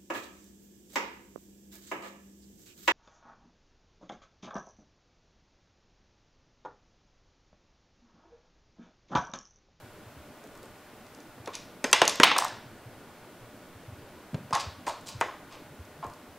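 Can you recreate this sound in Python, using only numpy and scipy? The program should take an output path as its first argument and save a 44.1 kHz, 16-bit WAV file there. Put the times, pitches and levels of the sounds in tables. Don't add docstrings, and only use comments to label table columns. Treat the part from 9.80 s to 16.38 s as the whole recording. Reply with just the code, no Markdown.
import sys
import numpy as np
from scipy import signal
from scipy.fft import rfft, irfft
from scipy.io import wavfile
from scipy.ndimage import uniform_filter1d

SR = 44100
rng = np.random.default_rng(int(sys.argv[2]) if len(sys.argv) > 2 else 0)


def level_to_linear(level):
    exponent = np.asarray(level, float) / 20
    return 10 ** exponent


def transcribe(u):
    v = np.clip(np.atleast_2d(u).T, -1, 1)
    q = np.round(v * 32767).astype(np.int16)
    wavfile.write(sys.argv[1], SR, q)


N = 290178

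# start in seconds, strength in dB, hardness in dB per octave,
# how far the box hollow joins in dB, how far the wand joins in dB.
BLOWS = [(0.641, -59.5, -8, 18, -1), (0.756, -47, -8.5, 4, 14), (0.835, -47, -8.5, 8, 11),
         (0.86, -49, -10, 3, -4), (1.377, -49.5, -9, 4.5, -5), (1.578, -58, -7, 17, -.5),
         (1.674, -28, -10.5, -2, 10), (2.042, -23.5, 2, 4.5, 0), (2.1295, -14, 2.5, -8.5, 6),
         (2.217, -11, -1, -3.5, 5.5), (2.2776, -23, -13, -34, -6), (2.3999, -18.5, 0.5, 3, 7),
         (2.433, -13.5, 0.5, -10, 11.5), (2.515, -26.5, -2, 0, 16), (2.565, -22.5, -4, -6, 7.5),
         (4.544, -42.5, -1, 12, 7), (4.708, -46.5, 0, 14, -1.5), (4.752, -22, -4, -15, -14),
         (5.069, -27.5, -4.5, -5, -21.5), (5.411, -17, -3, -7, -2.5), (6.237, -49, -7, -28, -8),
         (6.248, -49, -10, 16, 2)]
# start in seconds, peak in dB, pitch in Hz.
RAPS = [(1.6742, -33, 696), (1.6855, -42, 905), (2.0425, -39, 515), (2.217, -10, 715), (2.4008, -8.5, 1380),
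        (2.4344, -4, 1061), (2.515, -13, 1070), (2.563, -13, 1150), (2.587, -12, 1055),
        (2.622, -15.5, 1040), (2.6395, -23.5, 1032), (2.65, -17, 1080), (4.7267, -16, 1000),
        (4.7325, -17, 1090), (4.7605, -18, 980), (5.0805, -20.5, 900), (5.411, -20, 800)]
# start in seconds, length in seconds,
# hiss level in dB and box wall level in dB (both before the rise and easing), brightness in dB per octave.
STROKES = [(1.728, 0.08, -44, -56, 3), (2.436, 0.14, -24.5, -44, -9.5), (4.724, 0.091, -35.5, -29.5, 4),
           (4.789, 0.07, -38.5, -61, 7), (5.062, 0.088, -41.5, -36, 10), (5.258, 0.11, -44, -51, 11.5),
           (5.706, 0.11, -52.5, -51.5, 1.5), (6.222, 0.063, -56, -35.5, -8.5)]
# start in seconds,
# peak in dB ahead of the bass cut, pitch in Hz, number of cycles.
LOW_THUMPS = [(0.028, -43, 105, 3.4), (0.259, -43.5, 107, 4.5), (0.368, -43.5, 78, 3.2),
              (1.596, -42, 111, 3.2), (2.214, -34.5, 133, 2), (2.399, -13.5, 295, 1.96),
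              (2.721, -46, 110, 4.3), (2.854, -42.5, 119, 4.1), (3.057, -40.5, 113.6, 4.2),
              (3.609, -47, 113, 8.3), (3.949, -44, 98.7, 3.6), (4.078, -36, 108, 3.3),
              (4.121, -39.5, 97.6, 2.4), (4.531, -31, 202, 2.5), (4.543, -22.5, 143, 2.1),
              (4.609, -46.5, 163, 1.7), (4.731, -31.5, 131, 1.5), (4.864, -32, 90, 3),
              (5.348, -34.5, 113, 3.4), (5.379, -49, 97, 2.5), (5.902, -49, 145, 5.7),
              (5.989, -36.5, 82, 3), (6.18, -46.5, 150.5, 9.5), (6.26, -43, 94, 3.1)]
# start in seconds, peak in dB, centre in Hz.
BRIGHT_TICKS = [(0.639, -45.5, 7800), (0.672, -48, 7800.0), (0.752, -45, 7140), (0.774, -48, 7800.0),
                (0.83, -41, 8250), (0.856, -48, 7800.0), (1.266, -49, 6000.0), (1.348, -41.5, 6100),
                (1.403, -41, 6600), (1.659, -37, 6260), (1.6605, -35, 4200), (1.6746, -38, 6400),
                (1.7523, -23, 6160), (2.114, -31, 7800.0), (2.253, -20, 6100), (2.2779, -6.5, 6700),
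                (2.295, -16, 5630), (2.357, -26, 7600), (2.441, -14, 9970), (2.582, -11, 8800),
                (2.585, -10.5, 5300), (2.599, -27, 6500), (2.646, -21, 7850), (2.681, -29, 5870),
                (4.732, -23, 5360), (4.751, -18.5, 6500.0), (4.809, -33, 6500), (4.769, -31, 6500),
                (5.211, -46.5, 8600), (5.405, -38, 8500.0), (6.051, -48.5, 6500.0), (6.244, -45, 7300),
                (6.266, -43, 7900), (6.299, -47.5, 6600.0), (6.336, -44.5, 7780)]

# pitch in Hz, width in Hz, relative level in dB.
WALL_MODES = [(697, 142, -2.5), (900, 137, 6), (1077, 122, 7), (1157, 470, -2)]
# pitch in Hz, width in Hz, relative level in dB.
HOLLOW_MODES = [(242, 150, -3), (469, 308, 8)]
# pitch in Hz, width in Hz, relative level in dB.
BOARD_MODES = [(1700, 740, -3.36), (2015, 180, 1.5), (2400, 650, -9.5)]
# pitch in Hz, width in Hz, relative level in dB.
WAND_MODES = [(2730, 1380, 4), (3612, 675, 2), (4310, 1100, -0.5)]
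# pitch in Hz, width in Hz, relative level in dB.
CRACK_MODES = [(5130, 790, 6), (6500, 290, 7.5), (7650, 1900, -2), (11300, 4600, -16)]
CONTACT_TIMES = [0.0093, 0.010, 0.014, 0.0041, 0.0027]
FIRST_TOUCHES = [6.2, 7.7, 16, 1.4, 7.6]
# octaves above the wall, offset in dB.
TILT_ABOVE_WALL = [(1.05, 0.5), (1.9, -0.5), (2.8, 2.5)]

# frequency in Hz, relative level in dB per Hz.
FUR_COLOUR = [(300, -42), (900, -7.5), (2500, 9), (4500, 4), (8000, -6.5), (11000, -22.5), (16000, -39)]
# frequency in Hz, time to fall by 60 dB in seconds.
ROOM_DECAY = [(200, 0.65), (700, 0.41), (1500, 0.5), (4000, 0.58), (7000, 0.37), (11000, 0.2)]
# pitch in Hz, width in Hz, level in dB.
HUM_TONES = [(113, 23.3, -70), (602.5, 3.9, -64), (1452, 6.6, -68)]
# frequency in Hz, relative level in dB per Hz.
HUSH_COLOUR = [(22, -6), (42, -42), (62, -43), (75, -2), (110, -3.5), (160, -4), (270, 0.5), (500, -4),
               (1400, -9.5), (2500, -15.5), (6000, -25), (10000, -27), (15700, -28), (15900, -84)]
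# frequency in Hz,
# level against the common part in dB.
PORT_DIFFERENCE = [(60, -9), (150, -18.5), (380, -25.5), (950, -24), (2380, -13), (5980, -2.5),
                   (15000, -0.5)]


def evened(x):
    return x / np.sqrt(np.mean(x ** 2) + 1e-20)


def peaked(x):
    return x / np.max(np.abs(x))


def read(points, hz):
    f, value = np.transpose(points)
    return np.interp(np.log(hz + 1), np.log(f + 1), value)


def add(mix, s, sound):
    part = mix[round(s * SR):][:len(sound)]
    part += sound[:len(part)]


def ring(x, modes, detune=1):
    out = np.zeros(len(x))
    for k, (hz, width, db) in enumerate(modes):
        b, a = signal.iirpeak(hz * detune, hz / max(width, 2), SR)
        once = signal.lfilter(b, a, x)
        out += (-1) ** k * level_to_linear(db) * signal.lfilter(b, a, once)
    return out


def knocks():
    rattle_db, rattle_s, rattles_per_s = -3, 0.021, 1500
    out, t = np.zeros(N), np.arange(4096) / SR
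    shape = len(BLOWS), 4096
    chatter, strays = rng.standard_normal(shape), rng.uniform(-1.17, 1, (len(BLOWS), 5))
    hits = rng.standard_normal(shape) * (rng.random(shape) < rattles_per_s / SR)
    rattle = level_to_linear(rattle_db) * hits * np.exp(-t / rattle_s)
    parts = HOLLOW_MODES, WALL_MODES, BOARD_MODES, WAND_MODES, CRACK_MODES
    for blow, noise, blow_strays, loose in zip(BLOWS, chatter, strays, rattle):
        s, strength_db, hardness, hollow_db, wand_db = blow
        board_db, shaft_db, crack_db = (hardness * octaves + db for octaves, db in TILT_ABOVE_WALL)
        shares_db = hollow_db, 0, board_db, shaft_db + wand_db, crack_db
        for db, modes, contact, first, stray in zip(shares_db, parts, CONTACT_TIMES, FIRST_TOUCHES, blow_strays):
            force = np.r_[first, noise[1:]] * np.exp(-t / contact)
            force = force + loose * (modes is WAND_MODES)
            ringing = ring(force, modes, 1 + 0.056 * stray)
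            add(out, s, level_to_linear(strength_db + db) * peaked(ringing))
    return out


def bounces(spread=0):
    cycles, skew = 4.53, 0.56
    out = np.zeros(N)
    for (s, db, hz), stray in zip(RAPS, rng.uniform(-0.92, 1, len(RAPS))):
        hz = hz * 2 ** (spread * stray)
        u = np.arange(round(cycles / hz * SR)) * hz / SR / cycles
        swell = np.sin(np.pi * u ** skew) ** 2
        add(out, s, level_to_linear(db) * peaked(swell * np.sin(2 * np.pi * cycles * u)))
    return out


def scrapes():
    rise_share, rise_db = 0.31, -12.5
    hiss_fade_db, wall_fade_db = -31, -61
    dull_hz, snap_db, snaps_per_s = 5000, 15.5, 700
    out = np.zeros(N)
    for stroke, (noise, size) in zip(STROKES, rng.standard_normal((len(STROKES), 2, 8192))):
        s, length, hiss_db, wall_db, bright = stroke
        t = np.arange(0, length, 1 / SR)[:8192]
        dig_db = rise_db * np.clip(1 - t / length / rise_share, 0, 1) ** 2
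        easing = np.clip(t / length - rise_share, 0, 1)
        grain_db = 2.5 * evened(uniform_filter1d(size, 90))
        grains = (noise * level_to_linear(grain_db))[:len(t)]
        snaps = (rng.random(8192) < snaps_per_s / SR)[:len(t)]
        grains = grains * (1 + level_to_linear(snap_db) * snaps)

        hz = np.fft.rfftfreq(len(t), 1 / SR)
        colour = level_to_linear(read(FUR_COLOUR, hz) + bright * np.log2(hz + 500))
        crackle = 2.2 * grains + evened(strands())[:len(t)]
        hiss = irfft(rfft(crackle) * colour, len(t))
        dull = signal.sosfilt(signal.butter(2, dull_hz, fs=SR, output="sos"), hiss)
        hiss = dull + (hiss - dull) * np.clip(1 - 1.7 * easing, 0, 1) ** 2

        sound = level_to_linear(hiss_db + hiss_fade_db * easing ** 1.08) * evened(hiss)
        sound += level_to_linear(wall_db + wall_fade_db * easing ** 1.66) * evened(ring(grains, WALL_MODES))
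        add(out, s, level_to_linear(dig_db) * sound * signal.windows.tukey(len(t), 0.1))
    return out


def strands(count=14):
    low_hz, high_hz, sharpness, flare_db, flare_s = 3310, 14000, 23, 5.5, 0.034
    noise, flares = rng.standard_normal((2, count, 8192))
    pitches = np.geomspace(low_hz, high_hz, count) * rng.uniform(0.933, 1.084, count)
    span = round(flare_s * SR)
    out = np.zeros(8192)
    for x, flare, hz in zip(noise, flares, pitches):
        patches = evened(uniform_filter1d(uniform_filter1d(flare, span), span))
        strand = ring(x * level_to_linear(flare_db * patches), [(hz, hz / sharpness, 0)])
        out += evened(strand) * np.sqrt(hz)
    return out


def thumps():
    out = np.zeros(N)
    for s, db, hz, cycles in LOW_THUMPS:
        u = np.arange(round(cycles / hz * SR)) * hz / SR / cycles
        swell = np.sin(np.pi * u ** 0.54)
        add(out, s, level_to_linear(db) * peaked(swell * np.sin(2 * np.pi * cycles * u)))
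    return signal.sosfilt(signal.butter(4, 67, "high", fs=SR, output="sos"), out)


def ticks():
    out, t = np.zeros(N), np.arange(1024) / SR
    for (s, db, hz), noise in zip(BRIGHT_TICKS, rng.standard_normal((len(BRIGHT_TICKS), 1024))):
        modes = [(0.62 * hz, 0.57 * hz, -3), (hz, 0.37 * hz, 3), (1.63 * hz, 0.37 * hz, -5)]
        click = ring(noise * np.exp(-t / 0.0022), modes)
        add(out, s, level_to_linear(db) * peaked(click))
    return out


def room(strokes):
    out = np.zeros(N)
    for draw in range(4):
        sent = knocks() + ticks() + level_to_linear(1) * bounces(spread=0.82) + level_to_linear(3) * strokes
        out += echoes(sent)
    return level_to_linear(-9.5) * out / 2


def echoes(x):
    first_echo_s = 0.006
    taps = np.zeros(SR // 2 + 20)
    slots = np.arange(round(first_echo_s * SR), SR // 2, 20)
    taps[slots + rng.integers(0, 20, len(slots))] = rng.choice([-1., 1.], len(slots))
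    hz, age, z = signal.stft(taps, SR, nperseg=256)
    decay = level_to_linear(-60 * age / read(ROOM_DECAY, hz)[:, None])
    tail = signal.istft(z * decay, SR, nperseg=256)[1]
    return signal.fftconvolve(x, tail / np.linalg.norm(tail))[:N]


def hums():
    out, t = np.zeros(N), np.arange(N) / SR
    walks = np.cumsum(rng.standard_normal((len(HUM_TONES), N)), 1)
    for (hz, width, db), walk in zip(HUM_TONES, walks):
        phase = 2 * np.pi * hz * t + np.sqrt(2 * np.pi * width / SR) * walk
        out += level_to_linear(db) * np.sqrt(2) * np.sin(phase)
    return out


def hush():
    frames, hz = N // 512 + 5, np.fft.rfftfreq(2048, 1 / SR)
    a, b, c, d, patches = rng.standard_normal((frames, 1025, 5)).T
    patches = uniform_filter1d(uniform_filter1d(patches, 10, 0), 5, 1)
    patches = np.tanh(evened(patches))
    lumpy_db = 7.4 / (1 + hz / 300)
    common = a + 1j * b
    apart = level_to_linear(read(PORT_DIFFERENCE, hz))[:, None] * (c + 1j * d)
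    colour = level_to_linear(read(HUSH_COLOUR, hz)[:, None] + lumpy_db[:, None] * patches)
    z = np.array([common + apart, common - apart]) * colour
    both = signal.istft(z, nperseg=2048, noverlap=1536)[1][:, :N]
    return level_to_linear(-51) * both / np.std(both.mean(0))


def scene():
    thud, strokes = thumps(), scrapes()
    close = knocks() + ticks() + bounces() + strokes + thud
    tails = room(strokes) + level_to_linear(-12.5) * echoes(thud)
    return close + tails + hums() + hush()


def roll_off(x):
    return signal.sosfilt(signal.butter(12, 16530, fs=SR, output="sos"), x)


def record(dry):
    mix = np.clip(dry, -1, 1)
    return roll_off(mix)


dry = scene()
out = record(dry)
transcribe(out)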